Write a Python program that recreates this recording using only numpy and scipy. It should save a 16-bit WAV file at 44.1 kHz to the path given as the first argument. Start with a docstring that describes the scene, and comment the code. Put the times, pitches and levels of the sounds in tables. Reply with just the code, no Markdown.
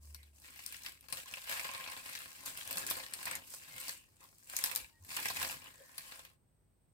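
"""Handling a paper bag

Hands unfold a brown paper bag close by, pull it open, reach in and lift out a small cactus.
Creases buckle in swarms of tiny clicks and in single snaps, exciting the sheet and hollow of the bag.
Skin rubs narrow resonances, taut paper squeaks and the bag bumps softly; walls reflect the paper sound.
A quiet room adds noise, mains hum and a low drone that swells, fades and sinks within 1.4 s."""
import sys
import numpy as np
from scipy import signal
from scipy.fft import rfft, irfft
from scipy.io import wavfile
from scipy.ndimage import uniform_filter1d

SR = 44100
rng = np.random.default_rng(int(sys.argv[2]) if len(sys.argv) > 2 else 0)


def materialize(psi):
    """Save the field psi as 16-bit PCM at rate SR to the path in sys.argv[1].

    A 1-D psi becomes a single channel; in a 2-D psi each row is a channel.
    """
    bounded = np.clip(np.atleast_2d(psi).T, -1, 1)
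    quanta = np.round(bounded * 32767).astype(np.int16)
    wavfile.write(sys.argv[1], SR, quanta)


N = 305613
TIME = np.arange(N) / SR
LEAD = 32  # samples by which every facet burst is delayed

# relative spectrum of the flexing sheet: frequency_hz, level_db
SHEET_COLOUR = [(800, -33.5), (1400, -6), (1800, -1.5), (2500, 0), (3200, -3.5), (4200, -4), (5200, -6.5),
                (8000, -29.5)]
# relative spectrum of the air in the bag: frequency_hz, level_db
HOLLOW_COLOUR = [(200, -19.5), (400, -13.5), (520, -6), (650, -1), (820, 0), (1030, 0.5), (1300, -5.5),
                 (1700, -8), (3000, -57)]
# relative spectrum of the bag's low rumble: frequency_hz, level_db
RUMBLE_COLOUR = [(35, -26), (70, 2.5), (130, -2), (250, -0.5), (370, -1.5), (550, -11.5), (1200, -54.5)]
# resonances of the bag: frequency_hz, width_hz, lift_db
BAG_MODES = [(533, 70, 8.5), (1050, 170, 7), (1647, 90, 5.5), (2150, 260, 0), (2600, 540, 1.5)]


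def amp(db):
    """Level in decibels is twenty times the logarithm of amplitude."""
    return 10 ** (np.asarray(db) / 20)


def unit(x):
    """Normalization by root mean square gives unit mean power."""
    return x / np.sqrt(np.mean(x ** 2) + 1e-20)


def read(points, hz):
    """Linear interpolation along a logarithmic frequency axis."""
    f, value = np.transpose(points)
    return np.interp(np.log(hz + 1), np.log(f), value)


def add(mix, s, sound):
    """Superposition: adds a sound in place from time s, or from zero if s is negative."""
    part = mix[..., max(round(s * SR), 0):][..., :sound.shape[-1]]
    part += sound[..., :part.shape[-1]]


def through(x, taps):
    """Linear filtering is convolution with an impulse response."""
    return signal.oaconvolve(x, taps, axes=1)[:, :N]


def colour(spectrum, modes=(), size=4096):
    """Minimum phase: log magnitude fixes a causal response, here with resonances and unit energy."""
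    hz = abs(np.fft.fftfreq(size, 1 / SR))
    db = read(spectrum, hz)
    for f, width, lift in modes:
        db = db + lift / (1 + (2 * (hz - f) / width) ** 2)
    response = np.exp(np.conj(signal.hilbert(np.log(amp(db)))))
    taps = np.fft.ifft(response).real[:size // 2]
    return taps[None] / np.linalg.norm(taps)


def partly_alike(first, second, same):
    """Coherence: mixes independent spectra at constant expected power, keeping a share of the first."""
    return same * first + np.sqrt(1 - same ** 2) * second


def background():
    """Stationary noise partly coherent between sides, with sinusoidal hum and a sinking drone."""
    # relative spectrum of room noise and hiss: frequency_hz, level_db (per Hz)
    floor_colour = [(20, -36.5), (45, 5), (110, 3.5), (250, -6), (500, -11), (1200, -20), (3000, -27),
                    (7300, -32.5), (7900, -25), (8250, -8.5), (8600, -24), (9500, -31), (16000, -27)]
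    # coherence of the noise at the two ports: frequency_hz, likeness_0_to_1
    floor_likeness = [(25, .4), (60, .8), (300, 0.3), (1500, .2), (8000, 0.091)]
    # mains hum: frequency_hz, rms_level_db
    hum_tones = [(49.5, -86.5), (99.5, -84), (149, -88.5)]
    noise_rms_db = -74
    drone_hz, drone_sag_hz_per_s2 = 72.8, 6.55
    peak_s, peak_rms_db, slope_db_per_s = .11, -53, 59.5
    tail_rms_db, drone_end_s = -72.5, 1.4

    hz = np.fft.rfftfreq(N, 1 / SR)
    left, other = rfft(rng.standard_normal((2, N)))
    same = np.clip(read(floor_likeness, hz), 0, 1)
    right = partly_alike(left, other, same)
    noise = unit(irfft(np.array([left, right]) * amp(read(floor_colour, hz)), N))

    hum = sum(amp(db) * np.sin(2 * np.pi * (f * TIME + rng.random())) for f, db in hum_tones)

    swell = amp(peak_rms_db - slope_db_per_s * abs(TIME - peak_s))
    tail = amp(tail_rms_db) * np.sqrt(np.maximum(1 - (TIME / drone_end_s) ** 2, 0))
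    pitch = drone_hz - drone_sag_hz_per_s2 * np.minimum(TIME, drone_end_s) ** 2
    drone = np.maximum(swell, tail) * np.sin(2 * np.pi * np.cumsum(pitch) / SR)
    # a sine's peak is sqrt(2) times its rms
    return amp(noise_rms_db) * noise + np.sqrt(2) * (hum + drone)


def handling():
    """Forcing envelopes: each stroke grips, swells or eases, then settles; stroke powers add."""
    # one push or pull of the hands; a negative start begins at zero, swell_db is the change over the
    # stroke, and the last two are relative to the crackle:
    # start_s, length_s, crackle_db, swell_db, sheet_db, hollow_db
    strokes = [(-0.008, 0.11, -63, 1, -12, -14.5), (0.123, 0.15, -70.5, -0.5, -1.5, -13),
               (0.322, 0.12, -64, 5, -9.5, -14), (0.416, 0.22, -60, -6.5, 1.5, -15.5),
               (0.548, 0.22, -54.5, 3, -1.5, -19), (0.782, 0.088, -57.5, 17, 1, -13.5),
               (1.002, 0.044, -67, 6, -2, -5.5), (1.077, 0.11, -51, 8.5, -2, -13),
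               (1.244, 0.34, -52.5, 2, 0.5, -11), (1.468, 0.26, -46, -10, 1, -9.5),
               (1.701, 0.29, -52, 1.5, 1.5, -7.5), (2.022, 0.21, -49.5, -1.5, 0.5, -13),
               (2.247, 0.25, -55, 2, -2.5, -9.5), (2.439, 0.028, -44, 4, -2.5, -11),
               (2.535, 0.08, -47, 0, -2, -13.5), (2.624, 0.19, -49, 10, 0, -5),
               (2.857, 0.2, -47.5, -7.5, 0.5, -9), (3.086, 0.14, -53, 8.5, -1.5, -11),
               (3.239, 0.11, -49, -5, 4.5, -2.5), (3.404, 0.14, -55.5, 17, -8, -19),
               (3.568, 0.2, -56.5, 8.5, -1, -11), (3.75, 0.16, -48, 2.5, -2.5, -16.5),
               (4.01, 0.2, -73, 5, -6.5, -9.5), (4.192, 0.069, -59, -6, -5, -8.5),
               (4.264, 0.3, -64, 14, -10.5, -17), (4.465, 0.21, -48.5, 13, -3, -13.5),
               (4.64, 0.14, -56, 18, 0, -11), (4.91, 0.18, -72, 34, -10.5, -11.5),
               (5.077, 0.22, -45, 4, 0, -13), (5.325, 0.19, -43.5, -0.5, -0.5, -8),
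               (5.59, 0.079, -60.5, 6, 2, -3.5), (5.68, 0.41, -62.5, 3, -5.5, -9.5),
               (5.934, 0.22, -57, 4, 0.5, -12.5), (6.15, 0.2, -67, -17, 1.5, -3.5)]
    grip_s, settle_db_per_s = .035, 181.5
    fade_start_s, fade_end_s = 6.32, 6.38  # the paper sound fades out quickly between these times

    power = np.zeros((3, N))
    for start, length, db, swell_db, sheet_db, hollow_db in strokes:
        t = np.arange(round(length * SR) + SR // 2) / SR
        swell = swell_db * (np.minimum(t / length, 1) - .5)
        settling = settle_db_per_s * np.maximum(t - length, 0)
        stroke = np.minimum(t / grip_s, 1) * amp(db + swell - settling)
        add(power, start, (amp([[0], [sheet_db], [hollow_db]]) * stroke) ** 2)
    return np.sqrt(power) * np.interp(TIME, [fade_start_s, fade_end_s], [1, 0])


def facet(decay_s, tick, lag_spread_s=.00005, patchy_db=3.5, far_ring_s=.003, size=2048):
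    """Impulsive buckling: a tick and decaying noise of uneven colour, delayed and smeared at the right."""
    # coherence of paper sound at the two ports: frequency_hz, likeness_0_to_1
    port_likeness = [(100, 0.5), (300, 0.71), (700, 0), (1000, 0.3), (1350, 0.5), (2000, 0.54), (5000, 0),
                     (15000, 0.4)]
    # mean delay of paper sound at the right port: frequency_hz, lag_s
    port_lag = [(100, .00008), (400, 0.00013), (1020, 0.00013), (1280, 0.00029), (1700, .0003),
                (2600, .00017), (5000, 0.00017), (15000, .0002)]

    hz, t = np.fft.rfftfreq(size, 1 / SR), np.arange(size) / SR
    near, far, patches = rng.standard_normal((3, size))
    near = unit(near * np.exp(-t / decay_s))
    near = unit(near + tick * unit(t == 0))
    far = unit(far * np.exp(-t / (decay_s + far_ring_s)))

    same = np.clip(read(port_likeness, hz), 0, 1)
    lag = read(port_lag, hz) + lag_spread_s * rng.standard_normal()  # each facet has its own direction
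    left = rfft(near)
    right = partly_alike(left, rfft(far), same) * np.exp(-2j * np.pi * hz * lag)

    patches = uniform_filter1d(uniform_filter1d(patches, size=50), size=40)
    patches = unit(patches)[:len(hz)]
    burst = irfft(np.array([left, right]) * amp(patchy_db * patches))
    burst = np.roll(burst, LEAD, axis=1)
    return burst / np.linalg.norm(burst, axis=1, keepdims=True)


def swarm(per_s, spread_db, decay_s, tick, rub, clump_db, steady_s=.04, count=30):
    """Random impulses, mostly small and strengthened in clumps, excite facets over sliding-paper hiss."""
    out = np.zeros((2, N))
    clumps = amp(clump_db * unit(uniform_filter1d(rng.standard_normal(N), size=450)))
    for _ in range(count):
        chance = rng.random(N)
        size = np.minimum(rng.exponential(1, N), 4.5)
        clicks = (chance < per_s / count / SR) * amp(spread_db * size)
        excitation = clumps * (unit(clicks) + rub * rng.standard_normal(N))
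        out += through(excitation[None], facet(decay_s, tick))
    # the hands feed energy in steadily, so a large buckle relieves its neighbours
    power = uniform_filter1d((out ** 2).mean(0), round(steady_s * SR))
    return out / np.sqrt(abs(power) + 1e-9)


def bend(x, depth_db):
    """Time-varying resonance: bending lifts and lowers bands some 260 Hz wide for some 50 ms."""
    z = signal.stft(x, nperseg=512)[2]
    field = uniform_filter1d(rng.standard_normal(z.shape[1:]), size=3, axis=0)
    field = unit(uniform_filter1d(uniform_filter1d(field, size=8, axis=1), size=4, axis=1))
    return signal.istft(z * unit(amp(depth_db * field)), nperseg=512)[1][:, :N]


def rustle():
    """Source and filter: swarms of buckles excite the creases, the sheet and the hollow of the bag."""
    # relative spectrum of the creases: frequency_hz, level_db
    crease_colour = [(2500, -41), (4200, -3), (5000, 1.5), (6700, -1), (8000, 5), (9300, 1.5),
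                     (11000, -1.5), (14000, 0.5), (15700, -4), (16400, -41)]
    # rumble as the bag is lifted or pressed on the table: time_s, relative_level_db
    contact = [(0, 1), (1.15, 0), (1.4, -8.5), (2.0, -3), (2.5, 1), (3.4, 1.5), (4.6, -4), (5.4, 2.5),
               (6.1, -3.5)]
    rumble_growth = 0.58  # the rumble follows the hollow, but grows by fewer dB

    crease, sheet, hollow = handling()
    rumble = hollow ** rumble_growth * amp(np.interp(TIME, *np.transpose(contact)))
    fine = swarm(per_s=900, spread_db=4.8, decay_s=.0005, tick=.45, rub=.68, clump_db=1.2)
    coarse = swarm(per_s=400, spread_db=4.8, decay_s=0.0028, tick=0.6, rub=0.42, clump_db=0.6)
    flexing = bend(unit(coarse + 0.68 * fine), depth_db=2.0)

    creases = through(fine * crease, colour(crease_colour))
    sheet_ring = through(flexing * sheet, colour(SHEET_COLOUR, BAG_MODES))
    hollow_ring = through(flexing * hollow, colour(HOLLOW_COLOUR, BAG_MODES))
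    low_rumble = through(coarse * rumble, colour(RUMBLE_COLOUR))
    sides = np.array([[1], [-1]])  # left, right
    return (creases * amp(-1.0 + sides * 1)
            + sheet_ring * amp(-1.5 + sides * 1.1)
            + hollow_ring * amp(sides * -1.0)
            + low_rumble * amp(-35))


def room(x, wet_db=-7, gap_s=0.0037, size=16384):
    """Reverberation: sparse random reflections from table and walls decay at a rate set by frequency."""
    # reverberation time, for a decay of 60 dB: frequency_hz, t60_s
    ring_times = [(200, 0.43), (1000, 0.05), (4000, 0.15), (15000, 0.17)]

    arrivals = (rng.random((2, size)) < .15) * (np.arange(size) / SR > gap_s)
    taps = rng.standard_normal((2, size)) * arrivals
    hz, t, z = signal.stft(taps, SR, nperseg=256)
    decay = amp(-60 * t / read(ring_times, hz)[:, None])
    tail = signal.istft(z * decay, SR, nperseg=256)[1]
    tail /= np.linalg.norm(tail, axis=1, keepdims=True)
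    return amp(wet_db) * through(x, tail)


def rubs():
    """Friction noise: skin sliding on paper excites one resonance of the sheet, swelling and fading."""
    # width is at half amplitude, level is the rms before the swell:
    # start_s, pitch_hz, width_hz, level_db, length_s
    rub_rows = [(0.126, 2150, 350, -68, .15), (1.45, 1050, 132, -56.5, 0.66), (1.5, 2400, 600, -54, 0.56),
                (2.658, 344, 220, -61, 0.34), (3.5, 2680, 129, -65.5, 0.28), (3.66, 2145, 130, -58, 0.24),
                (3.9, 2800, 400, -69.5, 0.21), (4.205, 1050, 250, -60.5, 0.058),
                (4.541, 1020, 300, -55, 0.3), (4.84, 1740, 300, -88, 0.12), (5.551, 1760, 380, -67.5, 0.61),
                (5.78, 534, 110, -59, 0.073)]

    out, hz = np.zeros((2, N)), np.fft.rfftfreq(SR, 1 / SR)
    for s, centre, width_hz, db, length in rub_rows:
        count = round(length * SR)
        resonance = 1 / (1 + (2 * (hz - centre) / width_hz) ** 2)
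        noise = irfft(rfft(rng.standard_normal((2, SR))) * resonance)
        add(out, s, amp(db) * np.hanning(count) * unit(noise[:, :count]))
    return out


def snaps():
    """Snap-through instability: a crease cracks, the sheet rings near the facet's pitch, and air moves."""
    # large creases giving way; levels are relative, decay is the crack's at the left port,
    # left_right_db is the crack's left level over its right:
    # start_s, crack_db, sheet_db, decay_s, left_right_db, pitch_hz
    snap_rows = [(.1462, -46, -50, 0.0012, 5, 4500), (.2304, -62, -59.5, .0013, 4, 4000),
                 (.5595, -57, -55.5, .0026, 5, 1900), (.591, -60, -52.5, .003, 6, 2000),
                 (.6635, -37.5, -60, 0.0003, 8, 2500), (.7244, -46, -49, .0014, 1, 2800),
                 (.7439, -56, -44.5, 0.00075, 5, 1950), (0.8348, -49, -58, 0.0018, 6, 4770),
                 (0.8621, -49, -38, 0.0009, 2, 2980), (1.0096, -55.5, -65, .0005, 6.5, 2600),
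                 (1.085, -50.5, -52.5, 0.0034, 11, 1800), (1.1252, -34, -36.5, .0035, 7, 4240),
                 (1.1713, -51, -46, .0014, 6, 3480), (1.3385, -48, -37, .0006, 3, 2600),
                 (1.3708, -56, -43.5, .003, -1, 2580), (1.4957, -42, -47, .004, 5, 3500),
                 (1.5128, -42, -39, .0012, -4, 1760), (1.5245, -43, -37.5, 0.0011, 13, 1700),
                 (1.5955, -58, -35.5, .001, -2, 2500), (1.648, -46, -39, .004, 5, 2200),
                 (1.69, -57, -40.5, 0.0041, -4, 2470), (1.7475, -49, -40, .003, 4, 2320),
                 (1.808, -53, -44, .003, 3, 2940), (1.841, -65, -42, 0.00081, 14, 3080),
                 (1.875, -66, -41, .003, 4, 2600), (1.918, -48, -44.5, .003, 6, 1790),
                 (1.974, -51, -49, .003, 7, 1800), (2.152, -45, -40, .001, 4, 1950),
                 (2.4594, -38.5, -51, .006, 4, 4900), (2.6757, -42, -50, 0.0012, 3.5, 2500),
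                 (2.709, -36.5, -41.5, .004, 0, 1790), (2.728, -38.5, -49, .0013, 5, 4560),
                 (2.7713, -34.5, -45, .0024, 1, 1800), (2.782, -34.5, -50, .0015, 0, 1900),
                 (2.866, -36.5, -50, .002, 1, 1800), (2.875, -44, -60, 0.0018, 10, 1800),
                 (2.9004, -31, -56, .008, 3, 1700), (2.9095, -33.5, -35, .0046, 3, 3540),
                 (2.9674, -42.5, -43, 0.0067, 0, 1580), (2.997, -53, -45, .005, 1, 1700),
                 (3.1368, -36.5, -41, .0012, 6, 1700), (3.2296, -44, -45, .0006, 4, 1400),
                 (3.255, -36.5, -47.5, 0.0034, 2, 1600), (3.271, -56, -37, .003, 2, 1710),
                 (3.312, -38.5, -40, 0.0023, 3, 1590), (3.353, -37, -43, .0035, 3, 1940),
                 (3.538, -46.5, -51, .003, -15, 4400), (3.8014, -43.5, -63, 0.0013, 5, 1700),
                 (3.8816, -41.5, -43, .0034, -1, 4700), (3.8933, -38, -41, .002, 5, 1700),
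                 (4.498, -47, -54.5, .0024, 2.5, 3540), (4.5345, -61, -44.5, .0035, 0.5, 1690),
                 (4.5663, -29.5, -42.5, .0013, 4, 4900), (4.588, -35.5, -40.5, 0.0021, 2.5, 1700),
                 (4.6395, -26.5, -32, .0013, 2.5, 1770), (4.66, -35.5, -44, .002, 4, 4500),
                 (4.7138, -40, -38, .0016, -11, 2400), (4.751, -36.5, -45, .001, 11.5, 3470),
                 (4.76, -29, -39.5, .0009, 5, 4800), (5.048, -55, -60, .003, 3, 1900),
                 (5.166, -35, -36, .003, -1, 2780), (5.187, -52, -37, 0.0031, -10, 1700),
                 (5.256, -36, -31.5, 0.0025, -5, 1860), (5.286, -37.5, -40.5, .001, 7, 3660),
                 (5.3, -42, -36.5, 0.0048, -2, 1410), (5.368, -42, -36, .0013, 0.5, 1780),
                 (5.4147, -39, -35, .004, -9, 1900), (5.4286, -35.5, -33.5, .002, 2, 1560),
                 (5.4474, -55, -36, .0013, 3, 1800), (5.981, -39.5, -41.5, 0.0008, 2, 4370),
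                 (6.121, -54, -46, .0024, 2, 1810), (6.1927, -52, -53, .003, 3, 3600),
                 (6.25, -53, -52.5, .002, 3, 2530)]
    # relative spectrum of the crack: frequency_hz, level_db
    crack_colour = [(2500, -39), (4200, -3), (6500, -2), (8000, 2.5), (9300, 4.5), (11000, -1), (14000, 4),
                    (15700, -9.5), (17000, -22)]
    crack_gain_db, sheet_gain_db, hollow_gain_db, push_gain_db = 24.0, 23, 24, 10
    sheet_ring_s, hollow_ring_s = .0032, .0033  # added to the crack's decay
    tick, tick_s = .9, .0008
    pitch_width_hz, pitch_lift_db = 600, 8
    middling_s, hollow_re_sheet_db, hollow_db_per_doubling = .002, -11.5, 6

    out = np.zeros((2, N))
    crack = colour(crack_colour)
    hollow, push = colour(HOLLOW_COLOUR, BAG_MODES), colour(RUMBLE_COLOUR)
    for s, crack_level, sheet_level, decay_s, left_right_db, hz in snap_rows:
        sheet = colour(SHEET_COLOUR, [*BAG_MODES, (hz, pitch_width_hz, pitch_lift_db)])
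        # a slow snap is a large facet and moves more air in the bag
        slowness = np.log2(decay_s / middling_s)
        hollow_level = sheet_level + hollow_re_sheet_db + hollow_db_per_doubling * slowness
        sharp = tick * tick_s / decay_s  # the quicker the snap, the more of its crack is one tick
        parts = [(crack, crack_gain_db + crack_level, 0, sharp, left_right_db),
                 (sheet, sheet_gain_db + sheet_level, sheet_ring_s, 0.31 * sharp, .6 * left_right_db),
                 (hollow, hollow_gain_db + hollow_level, hollow_ring_s, 0, 0),
                 (push, push_gain_db + hollow_level, hollow_ring_s, 0, 0)]
        for taps, db, ring_s, tick_share, left_db in parts:
            sound = through(facet(decay_s + ring_s, tick_share), taps)
            sound /= np.linalg.norm(sound, axis=1, keepdims=True)
            sides = unit(amp(np.array([[left_db], [0]])))
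            add(out, s - LEAD / SR, amp(db) * sides * sound)
    return out


def short_tones(rows, waver):
    """Frequency modulation: swelling sines whose pitch wavers at random by an rms fraction."""
    out = np.zeros(N)
    for s, hz, db, length in rows:
        count = round(length * SR)
        wander = unit(uniform_filter1d(rng.standard_normal(SR), size=150))[:count]
        pitch = hz * (1 + waver * wander)
        add(out, s, amp(db) * np.hanning(count) * np.sin(2 * np.pi * np.cumsum(pitch) / SR))
    return out


def bumps():
    """Low-frequency vibration: the bag bumps softly as it is moved."""
    # start_s, pitch_hz, peak_level_db, length_s
    bump_rows = [(1.12, 127, -61, 0.051), (2.75, 191, -53.5, 0.042), (2.88, 174, -67, 0.072),
                 (3.70, 136, -64.5, 0.12), (4.80, 61, -61, .083), (4.99, 87.4, -54, .08),
                 (5.35, 86, -55, 0.14), (5.52, 126, -60, 0.061)]
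    return short_tones(bump_rows, waver=.15)


def squeaks():
    """Frictional oscillation: a taut patch of paper squeaks faintly under the fingers."""
    # start_s, pitch_hz, peak_level_db, length_s
    squeak_rows = [(1.253, 1050, -55, .018), (1.5, 1030, -51, .018), (4.86, 913, -78, .14),
                   (4.915, 1880, -72, .1)]
    return short_tones(squeak_rows, waver=0.0089)


def scene():
    """Superposition of the direct paper sound, its reflections, the bumps and the background."""
    paper = rustle() + rubs() + snaps() + squeaks()
    return background() + paper + room(paper) + bumps()


def record(dry):
    """Band limitation: a linear-phase low-pass filter removes the highest treble."""
    edge_hz = 16600
    taps = signal.firwin(301, edge_hz, window=("kaiser", 8), fs=SR)
    return signal.oaconvolve(dry, taps[None], "same", axes=1)


dry = scene()
out = record(dry)
materialize(out)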